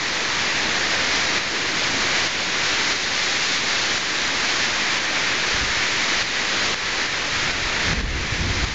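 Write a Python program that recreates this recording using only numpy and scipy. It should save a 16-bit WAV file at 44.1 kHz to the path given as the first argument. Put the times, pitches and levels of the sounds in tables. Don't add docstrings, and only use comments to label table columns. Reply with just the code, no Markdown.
import sys
import numpy as np
from scipy import signal
from scipy.fft import rfft, irfft
from scipy.io import wavfile
from scipy.ndimage import uniform_filter1d

SR = 44100
rng = np.random.default_rng(int(sys.argv[2]) if len(sys.argv) > 2 else 0)


def dump_mix(stems):
    frames = np.atleast_2d(stems).T
    limited = np.clip(frames, -1, 1)
    pcm = np.round(limited * 32767).astype(np.int16)
    wavfile.write(sys.argv[1], SR, pcm)


N = 385434


def from_db(db):
    return 10 ** (np.asarray(db) / 20)


def rms_one(x):
    return x / np.sqrt(np.mean(x ** 2) + 1e-20)


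def in_time(rows):
    time_s, *columns = np.transpose(rows)
    return [np.interp(np.arange(N) / SR, time_s, column) for column in columns]


def shaped(x, spectrum):
    hz, db = np.transpose(spectrum)
    bins_hz = np.maximum(np.arange(N // 2 + 1) * SR / N, 1)
    gain_db = np.interp(np.log(bins_hz), np.log(hz), db)
    return irfft(rfft(x) * from_db(gain_db), N)


def coloured(x, spectrum):
    return rms_one(shaped(x, spectrum))


def drift(pole_hz):
    step = 40
    pole = np.exp(-2 * np.pi * pole_hz * step / SR)
    noise = rng.standard_normal(N // step + 2002)
    slow = signal.lfilter([1], [1, -2 * pole, pole * pole], noise)[2000:]
    return np.interp(np.arange(N) / step, np.arange(len(slow)), rms_one(slow))


def patchy(x, edges_hz, patchy_db, pole_hz):
    bins_hz, spectrum, out = np.arange(N // 2 + 1) * SR / N, rfft(x), np.zeros(N)
    for k in range(len(edges_hz)):
        share = np.interp(bins_hz, edges_hz, np.arange(len(edges_hz)) == k)
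        band = irfft(spectrum * share, N)
        out += from_db(patchy_db * drift(pole_hz)) * band
    return out


def rain(deck_db, spray_db):
    # (frequency [Hz], relative level [dB])
    deck_spectrum = [(300, -18), (640, -12), (1000, -6), (1450, -3), (1750, 0.3), (2050, 0.5), (2350, -1),
                     (2800, -6), (3300, -8), (4500, -12.5), (7000, -27)]
    spray_spectrum = [(1500, -20), (2500, -5.5), (3300, -2), (4000, 0.5), (5000, -1.5), (6000, -4),
                      (7000, -6.5)]
    hiss = from_db(deck_db) * drops(deck_spectrum) + from_db(spray_db) * drops(spray_spectrum)
    sheets = from_db(0.48 * drift(8.7))
    return sheets * patchy(hiss, np.geomspace(400, 7000, 8), patchy_db=0.21, pole_hz=5.6)


def drops(spectrum):
    drops_per_s = 14000
    size_db = np.minimum(rng.exponential(1, N), 5)
    clicks = from_db(size_db) * rng.choice([-1, 1], N)
    landed = rng.random(N) < drops_per_s / SR
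    return coloured(clicks * landed, spectrum)


def buffeting():
    # (frequency [Hz], relative level [dB])
    flutter_spectrum = [(15, -10), (30, -6), (54, -4.5), (110, -9), (240, -16.5), (500, -25), (1000, -49)]
    # (time [s], peak level of the swing [dB], pitch [Hz])
    thumps = [(5.555, -31, 45), (5.63, -21.5, 65), (5.775, -28, 80), (7.035, -32, 35), (7.66, -22, 45),
              (7.88, -26, 60), (7.925, -22, 50), (7.988, -7.5, 52), (8.036, -10, 45), (8.091, -15, 60),
              (8.165, -13, 70), (8.327, -11, 105), (8.41, -15, 55), (8.444, -15, 75), (8.507, -17, 85),
              (8.555, -27, 55), (8.641, -15, 52)]
    ragged_db, ragged_band_hz = -13.5, [120, 350]

    eddies = coloured(rng.standard_normal(N), flutter_spectrum)
    power = uniform_filter1d(eddies ** 2, size=3000)
    eddies = eddies / (power + .05) ** 0.23
    out = gustiness() * rms_one(eddies)

    band = signal.butter(2, ragged_band_hz, "band", fs=SR, output="sos")
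    rough = from_db(ragged_db) * rms_one(signal.sosfilt(band, rng.standard_normal(N)))
    t = np.arange(N) / SR
    for time_s, peak_db, pitch_hz in thumps:
        cycles = (t - time_s) * pitch_hz
        envelope = np.exp(-.5 * (cycles / 0.46) ** 2)
        out += from_db(peak_db) * envelope * (np.cos(2 * np.pi * cycles) + rough)
    return out


def gustiness():
    # (start [s], length [s], top level [dB])
    gusts = [(0.6, 1, -50), (1.75, 0.37, -42), (2.55, 0.5, -49), (5.49, 0.3, -36), (6.1, 0.4, -47),
             (6.6, 0.57, -41), (7.15, 0.2, -42), (7.3, 0.49, -32.5), (7.74, 0.11, -35), (7.84, 0.46, -19),
             (8.296, 0.5, -24)]
    breeze_db = -54
    roundness = 0.57
    lean = .8
    t, out = np.arange(N) / SR, np.full(N, from_db(breeze_db))
    for start_s, length_s, top_db in gusts:
        done = np.clip((t - start_s) / length_s, 0, 1) ** lean
        arch = np.abs(np.sin(np.pi * done)) ** roundness * (done < 1)
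        out += from_db(top_db) * arch
    return out


def roar(level_db):
    # (frequency [Hz], relative level [dB])
    roar_spectrum = [(20, -20), (40, -18), (80, -5), (160, -4), (320, -0.5), (550, -3.5), (1000, -7),
                     (2000, -21)]
    noise = coloured(rng.standard_normal(N), roar_spectrum)
    return from_db(level_db) * patchy(noise, np.geomspace(30, 1000, 8), patchy_db=.5, pole_hz=2.8)


def level_dips():
    # (time [s], depth [dB])
    steps = [(0.0, 3.3), (1.3854, 5), (2.277, 4), (2.9353, 4), (3.9836, 4.5), (4.988, 2.5), (6.2284, 4),
             (6.7457, 6.5), (7.0656, 4.5), (7.5186, 3), (7.935, 5.5), (8.0134, 6.5), (8.6488, 4)]
    recovery_s = .27
    t, loss_db = np.arange(N) / SR, np.zeros(N)
    for time_s, depth_db in steps:
        loss_db += depth_db * (t >= time_s) * np.exp(-np.maximum(t - time_s, 0) / recovery_s)
    return from_db(-loss_db)


def scene():
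    # (time [s], rain on the deck [dB], spray [dB], far roar [dB])
    storm = [(0.0, -23, -22.5, -30), (0.6, -23, -23.3, -29.5), (1.3, -22.8, -22.7, -29),
             (2.0, -23, -22, -28.7), (2.6, -23, -22, -29.5), (3.2, -22.7, -20.3, -31),
             (3.6, -24.5, -21.5, -32.5), (4.0, -22.5, -21.2, -30.5), (4.7, -23, -22.5, -30.7),
             (5.16, -22, -23, -30), (5.6, -23.5, -23, -31.8), (6.5, -22.8, -22.6, -30.5),
             (7.15, -20.5, -21.5, -28.5), (7.55, -22.8, -23.5, -31), (7.95, -22, -24, -28.5),
             (8.34, -24.5, -25, -32.5), (8.74, -24.5, -24.5, -34)]
    offset = -0.015
    deck_db, spray_db, roar_db = in_time(storm)
    air = rain(deck_db, spray_db) + buffeting() + roar(roar_db)
    return np.tile(level_dips() * (air + offset), (2, 1))


def record(dry):
    # (frequency [Hz], gain [dB])
    anti_alias = [(6900, 0), (7200, -4.5), (7500, -9), (7700, -16), (7850, -30), (7950, -60), (8000, -78)]
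    # (frequency [Hz], gain [dB])
    mirror_response = [(7900, -80), (8000, -3), (8300, -9), (8500, -16), (8750, -26), (9000, -38),
                       (9200, -53)]
    converter_hz, cutoff_hz = 16000, 9200

    band = shaped(dry, anti_alias)
    treble = signal.sosfilt(signal.butter(4, 6000, "high", fs=SR, output="sos"), band)
    carrier = np.cos(2 * np.pi * converter_hz * np.arange(N) / SR)
    mirror = shaped(2 * treble * carrier, mirror_response)
    low_pass = signal.ellip(10, .5, 60, cutoff_hz, fs=SR, output="sos")
    return signal.sosfilt(low_pass, band + mirror)


dry = scene()
out = record(dry)
dump_mix(out)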